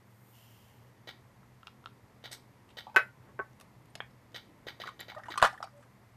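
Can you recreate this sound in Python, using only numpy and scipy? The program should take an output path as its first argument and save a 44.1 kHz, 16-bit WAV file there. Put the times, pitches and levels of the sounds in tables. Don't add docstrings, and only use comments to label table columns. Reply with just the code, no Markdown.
import sys
import numpy as np
from scipy import signal
from scipy.fft import rfft, irfft
from scipy.io import wavfile
from scipy.ndimage import uniform_filter1d

SR = 44100
rng = np.random.default_rng(int(sys.argv[2]) if len(sys.argv) > 2 else 0)


def wrap_up_sound(samples):
    columns = np.atleast_2d(samples).T
    tamed = np.clip(columns, -1, 1)
    steps = np.round(tamed * 32767).astype(np.int16)
    wavfile.write(sys.argv[1], SR, steps)


def gain_from_db(level_db):
    decades = np.asarray(level_db, float) / 20
    return 10 ** decades


N = 271700


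def band(x, hz, width_hz):
    edges_hz = [max(hz - width_hz / 2, 10), min(hz + width_hz / 2, .48 * SR)]
    return signal.sosfilt(signal.butter(2, edges_hz, "band", fs=SR, output="sos"), x)


def unit(x):
    return x / np.sqrt(np.mean(x ** 2))


def peak(x):
    return x / np.abs(x).max()


def fade(t, t60_s):
    return np.exp(-np.log(1000) * t / t60_s)


def add(out, start_s, sound):
    i = int(start_s * SR)
    out[i:i + len(sound)] += sound[:N - i]


def read(table, hz):
    f, db = np.transpose(table)
    return np.interp(np.log(hz), np.log(f), db)


def walk(rate_hz):
    hold = int(SR / rate_hz)
    steps = np.repeat(rng.standard_normal(N // hold + 1), hold)
    return unit(uniform_filter1d(uniform_filter1d(steps, hold), hold)[:N])


def grains(rate_hz, scatter_db):
    hits = (rng.random(N) < rate_hz / SR) * rng.standard_normal(N)
    return unit(hits * gain_from_db(scatter_db * rng.exponential(size=N)))


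def floor():
    # band_hz, density_db (per Hz)
    noise_tone = [(20, -25), (59, -11), (121, -8), (377, -13.5), (774, -17), (865, -12.5), (1510, -24),
                  (1900, -20), (2380, -27), (2750, -30.5), (10500, -39), (12000, -37.5), (13800, -36.5),
                  (15000, -61)]
    # pitch_hz, rms_db, wobble_hz
    hum = [(119.6, -64.5, 4.51), (90.5, -74.5, 4.8), (122.4, -67.5, 10.62), (197.6, -71.5, 7.2),
           (235, -75, 2.7), (4708, -92.5, 3.), (12250, -89, 1.5)]
    floor_db = -59
    out, swell = 0, walk(1.8)
    for hz in 24 * 2 ** np.arange(0, 9.4, 1 / 3):
        wander_db = min(300 / hz, 1) * (1.6 * swell + 2.4 * walk(9))
        db = read(noise_tone, hz) + 10 * np.log10(hz) + wander_db
        out = out + gain_from_db(db) * unit(band(rng.standard_normal(N), hz, 0.26 * hz))
    out = gain_from_db(floor_db - 3.0) * unit(out)
    for hz, db, wobble_hz in hum:
        phase = 2 * np.pi * np.cumsum(hz + wobble_hz * walk(25)) / SR
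        out += gain_from_db(db + 2.0 + 2.42 * min(400 / hz, 1) * walk(42)) * np.sin(phase)
    return out


def filings():
    # time_s, level_db
    pour = [
        (0.0, -92),
        (0.11, -78),
        (0.254, -72.5),
        (0.345, -67.5),
        (0.66, -72.5),
        (0.9, -82.5),
    ]
    # pitch_hz, width_hz, level_db
    slide = [(7260, 220, 0), (8950, 570, 4.5), (12800, 590, 11.5), (13400, 160, -2)]
    cone_from_s, cone_attack_s, cone_db = 0.32, 0.027, -65.5
    t = np.arange(N) / SR
    flow_db = np.interp(t, *np.transpose(pour), right=-150)
    landed = np.clip((t - cone_from_s) / cone_attack_s, 0, 1)
    cone = landed * gain_from_db(cone_db + 0.96 * (flow_db - flow_db.max()))
    rain = grains(9800, 0.53)
    hiss = band(rain, 8700, 5900) * gain_from_db(-2.0)
    hiss = hiss + sum(gain_from_db(db) * band(rain, hz, 3 * width_hz + 400) for hz, width_hz, db in slide)
    ring = unit(band(rain, 3010, 510)) + gain_from_db(-1.5) * unit(band(rain, 5950, 4200))
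    return gain_from_db(flow_db) * unit(hiss) + cone * gain_from_db(-2.5) * ring


def clicker():
    # start_s, peak_db, low_db (under 2.6 kHz), sizzle_db (over 7.8 kHz)
    ticks = [(1.073, -35, 0.5, -7.5), (2.2397, -35.5, 0, -7), (2.312, -40, 1.5, 0.54), (2.77, -32.5, 0, -7),
             (4.3444, -32.5, -1, -7.5), (4.6678, -32, 0.5, -8.5), (4.8, -32.5, -1.5, -24),
             (4.856, -37, 2, -28), (4.993, -34.5, 0.5, -19), (5.0827, -36.5, 1, -23),
             (5.3039, -33.5, 1.5, -19)]
    # pitch_hz, density_db (per Hz)
    case_tone = [(200, -9), (750, 2.5), (1060, -17), (2000, -9.5), (4300, -17.5), (6600, -29.5),
                 (9500, -35.5), (13500, -13.5)]
    # pitch_hz, width_hz, level_db (over the case)
    case_rings = [(1420, 64, 6.5), (1900, 17, 13.5), (2203, 24, 9.5), (2303, 41, 9.5), (3070, 120, 13.5),
                  (3620, 270, 10), (3950, 100, 9), (4730, 120, 10), (6400, 247, 11)]
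    # delay_s, level_db, spread_s
    wall_paths = [(.001, 0, .0025), (.005, -5, .002), (.013, -6, .002), (.018, 2, .003), (.027, -7, .003),
                  (.036, -9, .004)]
    # band_hz, first_db (first arrival), late_db (later arrivals), t60_s
    room_bands = [(520, 7, -4.5, 0.19), (1900, 1.5, 6, 0.24), (3980, -1.5, 3, 0.23),
                  (6180, -1.5, -2.5, 0.26), (10700, -29, 9, 0.22)]
    # pitch_hz, width_hz, level_db
    loose_part = [(4730, 4200, 2.5), (8450, 1400, 2.5), (9400, 1400, -2), (12200, 1300, -0.5)]
    sizzle_top_db = -22
    t = np.arange(int(.25 * SR)) / SR
    paths = [gain_from_db(db) * (t > lag_s - .001) * np.exp(-np.abs(t - lag_s) / spread_s)
             for lag_s, db, spread_s in wall_paths]
    f = np.maximum(np.arange(len(t) // 2 + 1) * SR / len(t), 1)
    rings_db = sum(db / (1 + ((f - hz) / width_hz) ** 2) for hz, width_hz, db in case_rings)
    colour = gain_from_db(read(case_tone, f) + rings_db)
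    same, *fresh = rng.standard_normal((len(ticks) + 1, len(t)))
    out = np.zeros(N)
    for (start_s, db, low_db, sizzle_db), own in zip(ticks, fresh):
        case = irfft(rfft(same + .6 * own) * colour, len(t))
        parts = []
        for hz, first_db, late_db, t60_s in room_bands:
            diffuse = gain_from_db(-3.5) * (1 - np.exp(-t / 0.005)) * fade(t, 1.15 * t60_s)
            shape = gain_from_db(first_db) * paths[0] + gain_from_db(late_db) * (sum(paths[1:]) + diffuse)
            parts.append(band(case, hz, hz if hz < 1000 else 0.86 * hz) * shape)
        low = peak(parts[0] + parts[1])
        middle = peak(parts[2] + parts[3])
        sizzle = peak(parts[4])
        hiss = sum(gain_from_db(d) * band(band(own, hz, width_hz), hz, width_hz) for hz, width_hz, d in loose_part)
        rattle = gain_from_db(2.92 * sizzle_db + 1.5) * peak(hiss * shape)
        sizzle = gain_from_db(min(sizzle_db, sizzle_top_db)) * sizzle
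        add(out, start_s, gain_from_db(db) * (middle + gain_from_db(low_db) * low + sizzle + rattle))
    return out


def body(clear, tone, t60_s, slope, count=200):
    hz = 250 + 14000 * ((np.arange(count) + rng.random(count)) / count) ** 2
    dense = np.transpose([hz, 0 * hz, t60_s * (1000 / hz) ** slope])
    hz, db, t60_s = (c[:, None] for c in np.vstack([clear, dense]).T)
    db = db + read(tone, hz) + 10 * np.log10(np.sqrt(hz) / t60_s)
    loose = np.where(np.arange(len(hz)) < len(clear), .3, 1)[:, None]
    return hz, db, t60_s, loose


def knocks(events, modes, scatter_db, focus_db, chatter_db, thud_db, ring, grip, top_hz=13350, soft=0):
    split_hz, in_phase = 2500, .6
    hz, db, t60_s, loose = modes
    t = np.arange(int(.15 * SR)) / SR
    waves = np.sin(2 * np.pi * hz * t)
    chance = rng.standard_normal((len(events), 2, len(hz), 1))
    forces = rng.standard_normal((len(events), 1500))
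    low = hz[:, 0] < split_hz
    hardest_db = max(row[1] for row in events)
    thud = np.sin(2 * np.pi * 150 * t) * (1 - np.exp(-t / 0.00057)) * fade(t, 0.011)
    out = np.zeros(N)
    for (start_s, peak_db, treble_db, best_hz, chatter_ms), (mix, side), force in zip(events, chance, forces):
        length = np.clip(ring + grip * (hardest_db - peak_db), .1, 1.3)
        octaves_off = np.minimum(np.abs(np.log2(hz / best_hz)), 1.5)
        focus = -focus_db * octaves_off * (hz < split_hz)
        sign = np.sign(loose * side + in_phase)
        rings = sign * gain_from_db(db + scatter_db * loose * mix + focus) * fade(t, t60_s * length) * waves
        force = gain_from_db(chatter_db) * force * np.exp(-1000 * t[:len(force)] / max(chatter_ms, .1))
        force[0] = 1
        edge = force * np.where(np.arange(len(force)) > 0, gain_from_db(4.0), 1)
        dull = signal.fftconvolve(rings[low].sum(0), force)
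        bright = signal.fftconvolve(rings[~low].sum(0), edge)
        dull = peak(band(band(dull, 1712, 2544), 1644, 3640))
        bright = band(bright, (top_hz + 2800) / 2, top_hz - 2800)
        bright = peak(band(bright, (top_hz + 2000) / 2, top_hz - 2000))
        if soft:
            dull = peak(peak(band(dull, best_hz, soft * best_hz)) + gain_from_db(treble_db + 8) * dull)
        add(out, start_s + 0.0011, gain_from_db(peak_db) * (dull + gain_from_db(treble_db) * bright))
        add(out, start_s + 0.0017, gain_from_db(peak_db + thud_db) * thud)
    return out


def funnel_taps():
    # start_s, peak_db, treble_db (over 2.5 kHz), best_hz, chatter_ms
    taps = [(1.43, -53, -22, 1040, 0.65), (1.63, -45.5, -4, 1350, 0.69), (1.6695, -39.5, 2, 1350, 2),
            (1.679, -41.5, -5.5, 1200, 0.57), (1.84, -48, -9, 1380, .54), (1.858, -33.5, -1.5, 1390, 0.55),
            (1.87, -42.5, -8, 1210, 0.54), (1.881, -57, -15, 1420, .5), (2.228, -63, 6, 1900, .5),
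            (2.69, -71, 17, 1500, 2.9), (2.702, -72, 17, 1510, 13)]
    # pitch_hz, level_db (over the dense modes), t60_s
    clear = [(1336, 27, 0.023), (1080, 14, 0.017), (2580, 7, 0.0097), (2820, 25, 0.015),
             (3190, 20.5, 0.012), (3600, 15.5, 0.011)]
    # pitch_hz, level_db
    tone = [(300, -21), (800, -10), (1350, 4), (2050, -45), (2800, 1), (3900, 1), (6000, -21), (14000, -47)]
    return knocks(taps, body(clear, tone, 0.048, 0.33), 2.8, 3.7, -19.5, -45, ring=0.92, grip=0.0028)


def rubbing():
    # hardest_s, dull_db, bright_db (re dull), swell_s, release_s (times for 20 dB)
    strokes = [
        (2.705, -70, -6, 0.068, 0.046),
        (3.294, -63.5, -26, 0.13, 0.046),
        (5.31, -52, -16, 0.09, 0.12),
        (5.56, -64.5, -23, 0.19, 0.16),
        (5.826, -68, -4, 0.13, 0.084),
    ]
    out, t = 0, np.arange(N) / SR
    for hardest_s, db, bright_db, swell_s, release_s in strokes:
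        press = gain_from_db(db - 20 * np.maximum((hardest_s - t) / swell_s, (t - hardest_s) / release_s))
        slips = grains(3600, 1.5) * gain_from_db(3.3 * walk(60))
        dull = unit(band(band(slips, 950, 1500), 1000, 1700))
        out = out + press * (dull + gain_from_db(bright_db) * unit(band(slips, 7900, 3500)))
    return out


def beaker_set_down():
    # start_s, peak_db, treble_db (over 2.5 kHz), best_hz, chatter_ms
    touches = [
        (2.867, -36.5, -20, 860, 0.83),
        (2.896, -47.5, -11, 915, 1.3),
        (2.9435, -37, -17, 900, 3.6),
    ]
    landings = [
        (2.9605, -8, -13.5, 1514, .4),
        (2.9638, -18, -12, 1500, .6),
        (2.9658, -9, -18, 1500, 0.5),
        (2.9711, -14, -15.5, 1527, 1.0),
    ]
    # pitch_hz, level_db (over the dense modes), t60_s
    clear = [(406, 7.2, 0.029), (1564, 5.2, 0.093), (879, 10, 0.0806), (1125, 7.7, 0.08), (1314, 4.5, 0.16),
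             (1430, 3.7, 0.39), (1531, 13.2, 0.077), (1846, 5.7, 0.075), (2034, 8.6, 0.13),
             (2270, 8.5, 0.098), (2567, 14, 0.072), (4830, 9, .018), (1780, 5.9, 0.093), (4900, 8, 0.028)]
    # pitch_hz, level_db
    tone = [(280, -50), (400, -2), (850, -12), (1500, 3.5), (2300, -5.5), (3300, -23), (3900, -28),
            (8000, -42.5), (14000, -36)]
    beaker = body(clear, tone, 0.16, 0.35)
    out = knocks(touches, beaker, 7.9, 37.0, -10, -32.5, ring=0.55, grip=.03, soft=0.92)
    return out + knocks(landings, beaker, 3.7, 1.4, -21.5, -37.0, ring=0.73, grip=0.042)


def glass():
    # start_s, pitch_hz, peak_db, t60_s
    tings = [(3.9, 8800, -67, 0.066), (4.806, 9900, -62, 0.07), (4.838, 9950, -64, 0.05),
             (4.935, 6200, -72, .15), (2.9615, 10600, -38, 0.03), (2.9615, 12350, -41, 0.022),
             (2.9615, 7560, -43, .04), (5.004, 7350, -43.5, .025), (5.003, 11000, -47, .028),
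             (5.004, 12900, -44, 0.03)]
    # start_s, length_s, pitch_hz, rms_db, fall_db (per overtone)
    squeaks = [
        (5.161, 0.025, 604, -44, -4.5),
        (5.72, 0.11, 575, -60, -35),
    ]
    out = np.zeros(N)
    t = np.arange(int(.2 * SR)) / SR
    for start_s, hz, db, t60_s in tings:
        add(out, start_s, gain_from_db(db) * (1 - np.exp(-t / 0.0002)) * fade(t, t60_s) * np.sin(2 * np.pi * hz * t))
    for start_s, length_s, hz, db, fall_db in squeaks:
        i = np.arange(int(length_s * SR))
        phase = 2 * np.pi * np.cumsum(hz * (1 + 0.016 * walk(60)[i])) / SR
        tone = sum(gain_from_db(k * fall_db) * np.sin((k + 1) * phase) for k in range(3))
        swell = gain_from_db(db + 3.5 + 2.4 * walk(490)[i]) * np.hanning(len(i)) ** 0.47
        add(out, start_s, swell * tone)
    return out


def funnel_drop():
    # start_s, peak_db, treble_db (over 2.5 kHz), best_hz, chatter_ms
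    bounces = [
        (3.288, -53, -30, 520, 5),
        (3.3905, -25, -32, 1500, 0.3),
        (3.3951, -27, -40, 1300, .4),
        (3.3997, -27, -44, 1300, 0.4),
    ]
    # pitch_hz, level_db (over the dense modes), t60_s
    clear = [(408, 19, .045), (545, 3, .06), (665, 6, .08), (875, 9, .09), (1106, 22, .08), (1315, 13, .1),
             (1398, 6, .08), (1514, 27, .12), (1750, 21, .11), (2150, 16, .06)]
    # pitch_hz, level_db
    tone = [(250, -45), (400, 9), (1000, -5.5), (1500, -5.5), (2200, -43), (3000, -37), (14000, -37)]
    modes = body(clear, tone, 0.034, 0.27)
    return knocks(bounces, modes, 1.3, 7.0, -8, -38, ring=0.95, grip=0.02, top_hz=3500)


def nail_flicks():
    # start_s, peak_db, treble_db (over 2.5 kHz), best_hz, chatter_ms
    flicks = [
        (3.531, -68, 8, 1500, 1.5),
        (3.5985, -55, 8, 1500, 2.3),
        (3.609, -47, 1.8, 1110, 6.5),
        (3.855, -71, 8.8, 1500, 3.4),
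        (4.319, -65, 8, 1500, 0.68),
        (4.33, -69, 8, 1500, 0.55),
    ]
    # pitch_hz, level_db (over the dense modes), t60_s
    clear = [(1100, 6.9, 0.022), (3630, 15, 0.025), (4870, 4, .015)]
    # pitch_hz, level_db
    tone = [(250, -27), (1200, 16), (2500, -4), (5000, -12), (9000, -14), (14000, -10.5)]
    return knocks(flicks, body(clear, tone, 0.012, 0.27), 2.4, 3, -13.5, -24, ring=1.0, grip=0)


def funnel_down():
    # start_s, peak_db, treble_db (over 2.5 kHz), best_hz, chatter_ms
    contacts = [
        (3.804, -69.5, -14, 950, .5),
        (3.9525, -38.5, 4, 800, 4.1),
        (4.108, -61, 0, 1490, .5),
    ]
    # pitch_hz, level_db (over the dense modes), t60_s
    clear = [(800, 15, 0.027), (1740, 2.1, 0.018), (2540, 3.6, 0.025), (3240, 8.2, 0.021)]
    # pitch_hz, level_db
    tone = [(250, -30), (600, -16), (1300, -11), (1900, -15), (3400, -14.5), (3900, -9), (5500, -19),
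            (9000, -31), (14000, -39)]
    return knocks(contacts, body(clear, tone, 0.021, 0.46), 0.69, 6.1, -13.0, -4, ring=0.66, grip=0.017)


def funnel_tips():
    # start_s, peak_db, treble_db (over 2.5 kHz), best_hz, chatter_ms
    clacks = [
        (4.0028, -23, -10.5, 1900, 0.5),
        (4.008, -41, -5, 1900, 6),
        (4.021, -43, -14, 1400, 3),
    ]
    # pitch_hz, level_db (over the dense modes), t60_s
    clear = [(1790, 15, 0.011), (1540, 8.2, 0.018), (2250, 15, 0.013), (2400, 9.4, 0.012),
             (3280, 20, 0.012), (3430, 11, .014), (1110, 6, .012)]
    # pitch_hz, level_db
    tone = [(250, -19), (1000, -5), (1800, 10), (2550, 9.5), (2850, -19), (3300, -6), (3700, -57),
            (14000, -44)]
    modes = body(clear, tone, 0.024, 0.23)
    return knocks(clacks, modes, 0.76, 2.4, -12, -35, ring=1.0, grip=0, top_hz=3750)


def rack_knocks():
    # start_s, peak_db, treble_db (over 2.5 kHz), best_hz, chatter_ms
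    tube_knocks = [(4.836, -34, -15, 1270, 6.4), (4.875, -31.5, -15, 1420, 1.4),
                   (4.887, -35, -14.5, 1080, 1.3), (5.116, -40, -33, 756, 6), (5.132, -62, -25, 1200, 1.5),
                   (5.147, -40.5, -13, 1210, 2.7), (5.18, -38.5, -14, 920, 8.8),
                   (5.194, -43.5, -28, 1500, 2.5), (5.234, -39.5, -13.5, 1590, 3.3),
                   (5.255, -42.5, -15, 1490, 16), (5.283, -33, -16, 875, 4), (5.339, -33.5, -23, 1550, 1.5),
                   (5.317, -39, -25, 1470, 1.7), (5.356, -33, -16, 1050, 1.4),
                   (5.375, -22.5, -6.5, 1080, 3.7), (5.398, -31.5, -8, 1370, 0.75),
                   (5.527, -41.5, -12, 784, 3.8), (5.539, -45, -20, 1500, 3.2), (5.546, -44, -22, 1000, 2),
                   (5.575, -43, -16, 1480, 6.5), (5.626, -28, -10, 1010, 3.1), (5.638, -36, -11, 748, 3.8),
                   (5.672, -44, -22, 1230, 1.8), (5.825, -51, -10, 1420, 6.6)]
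    judders = [(5.4165, -20.5, -10, 1250, 1.5), (5.4245, -4.5, -11, 1000, 1), (5.42635, -8, -16, 1000, 1),
               (5.4319, -19, -9, 1050, 3), (5.4356, -18, -11, 850, 3), (5.4402, -14, -13, 800, 3),
               (5.4439, -14, -13, 1200, 3), (5.4495, -14, -11, 1250, 3), (5.457, -17, -13, 1400, 3),
               (5.466, -25, -9, 950, 2), (5.472, -28, -8, 1200, 2), (5.6025, -34, -26, 850, 1.5)]
    # pitch_hz, level_db (over the dense modes), t60_s
    clear = [(608, 0, .07), (782, 13, .1), (853, 12, .09), (975, 7, .1), (1078, 9, .11), (1215, 10, .12),
             (1333, 2, .09), (1440, 8, .11), (1742, 4, .08), (1910, 7, .1), (2480, 6, .07), (3085, 6, .05),
             (3494, 6, .07)]
    # pitch_hz, level_db
    tone = [(280, -51), (520, -34), (800, -17.5), (1150, -7), (1600, 0), (2300, -3), (4500, -13.5),
            (14000, -28.5)]
    rack = body(clear, tone, 0.11, 0.16)
    out = knocks(judders, rack, 1.2, 4.8, -12, -15.5, ring=0.39, grip=0.0028, soft=0.88)
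    return out + knocks(tube_knocks, rack, 7.0, 12.0, -17.5, -26.0, ring=0.44, grip=0.0026, soft=0.5)


def room(x):
    # band_hz, t60_s, level_db
    room_tails = [(148.8, 0.36, -22), (390, 0.11, -13.5), (1000, 0.14, -9.5), (2183, 0.16, -9),
                  (4400, 0.19, -12), (8830, 0.31, -20)]
    t = np.arange(int(.5 * SR)) / SR
    noise = rng.standard_normal(len(t))
    tails = [band(noise, hz, 0.84 * hz) * fade(t, t60_s) * gain_from_db(db + 8.0) / np.sqrt(t60_s * SR / 14)
             for hz, t60_s, db in room_tails]
    paths = rfft((t == 0) + sum(tails) * (1 - np.exp(-t / 0.0016)))
    power = np.abs(paths) ** 2
    broad = uniform_filter1d(uniform_filter1d(power, 200), 200)
    fine = uniform_filter1d(uniform_filter1d(power, 16), 16)
    even = irfft(.5 * np.log(broad / fine), len(t))
    even = np.exp(rfft(even * np.where(t == 0, 1, 2 * (t < t[-1] / 2))))
    return signal.fftconvolve(x, irfft(paths * even, len(t)))[:N]


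def scene():
    near = filings() + funnel_taps() + rubbing() + beaker_set_down() + glass()
    near += funnel_drop() + nail_flicks() + funnel_down() + funnel_tips() + rack_knocks()
    return (room(near) + gain_from_db(4.0) * clicker() + floor())[None]


def top_cut(x):
    return signal.sosfilt(signal.butter(12, 15350, fs=SR, output="sos"), x)


def record(dry):
    top_hz = 14400
    cut = signal.sosfilt(signal.ellip(8, .3, 45, top_hz, fs=SR, output="sos"), dry)
    return top_cut(cut)


dry = scene()
out = record(dry)
wrap_up_sound(out)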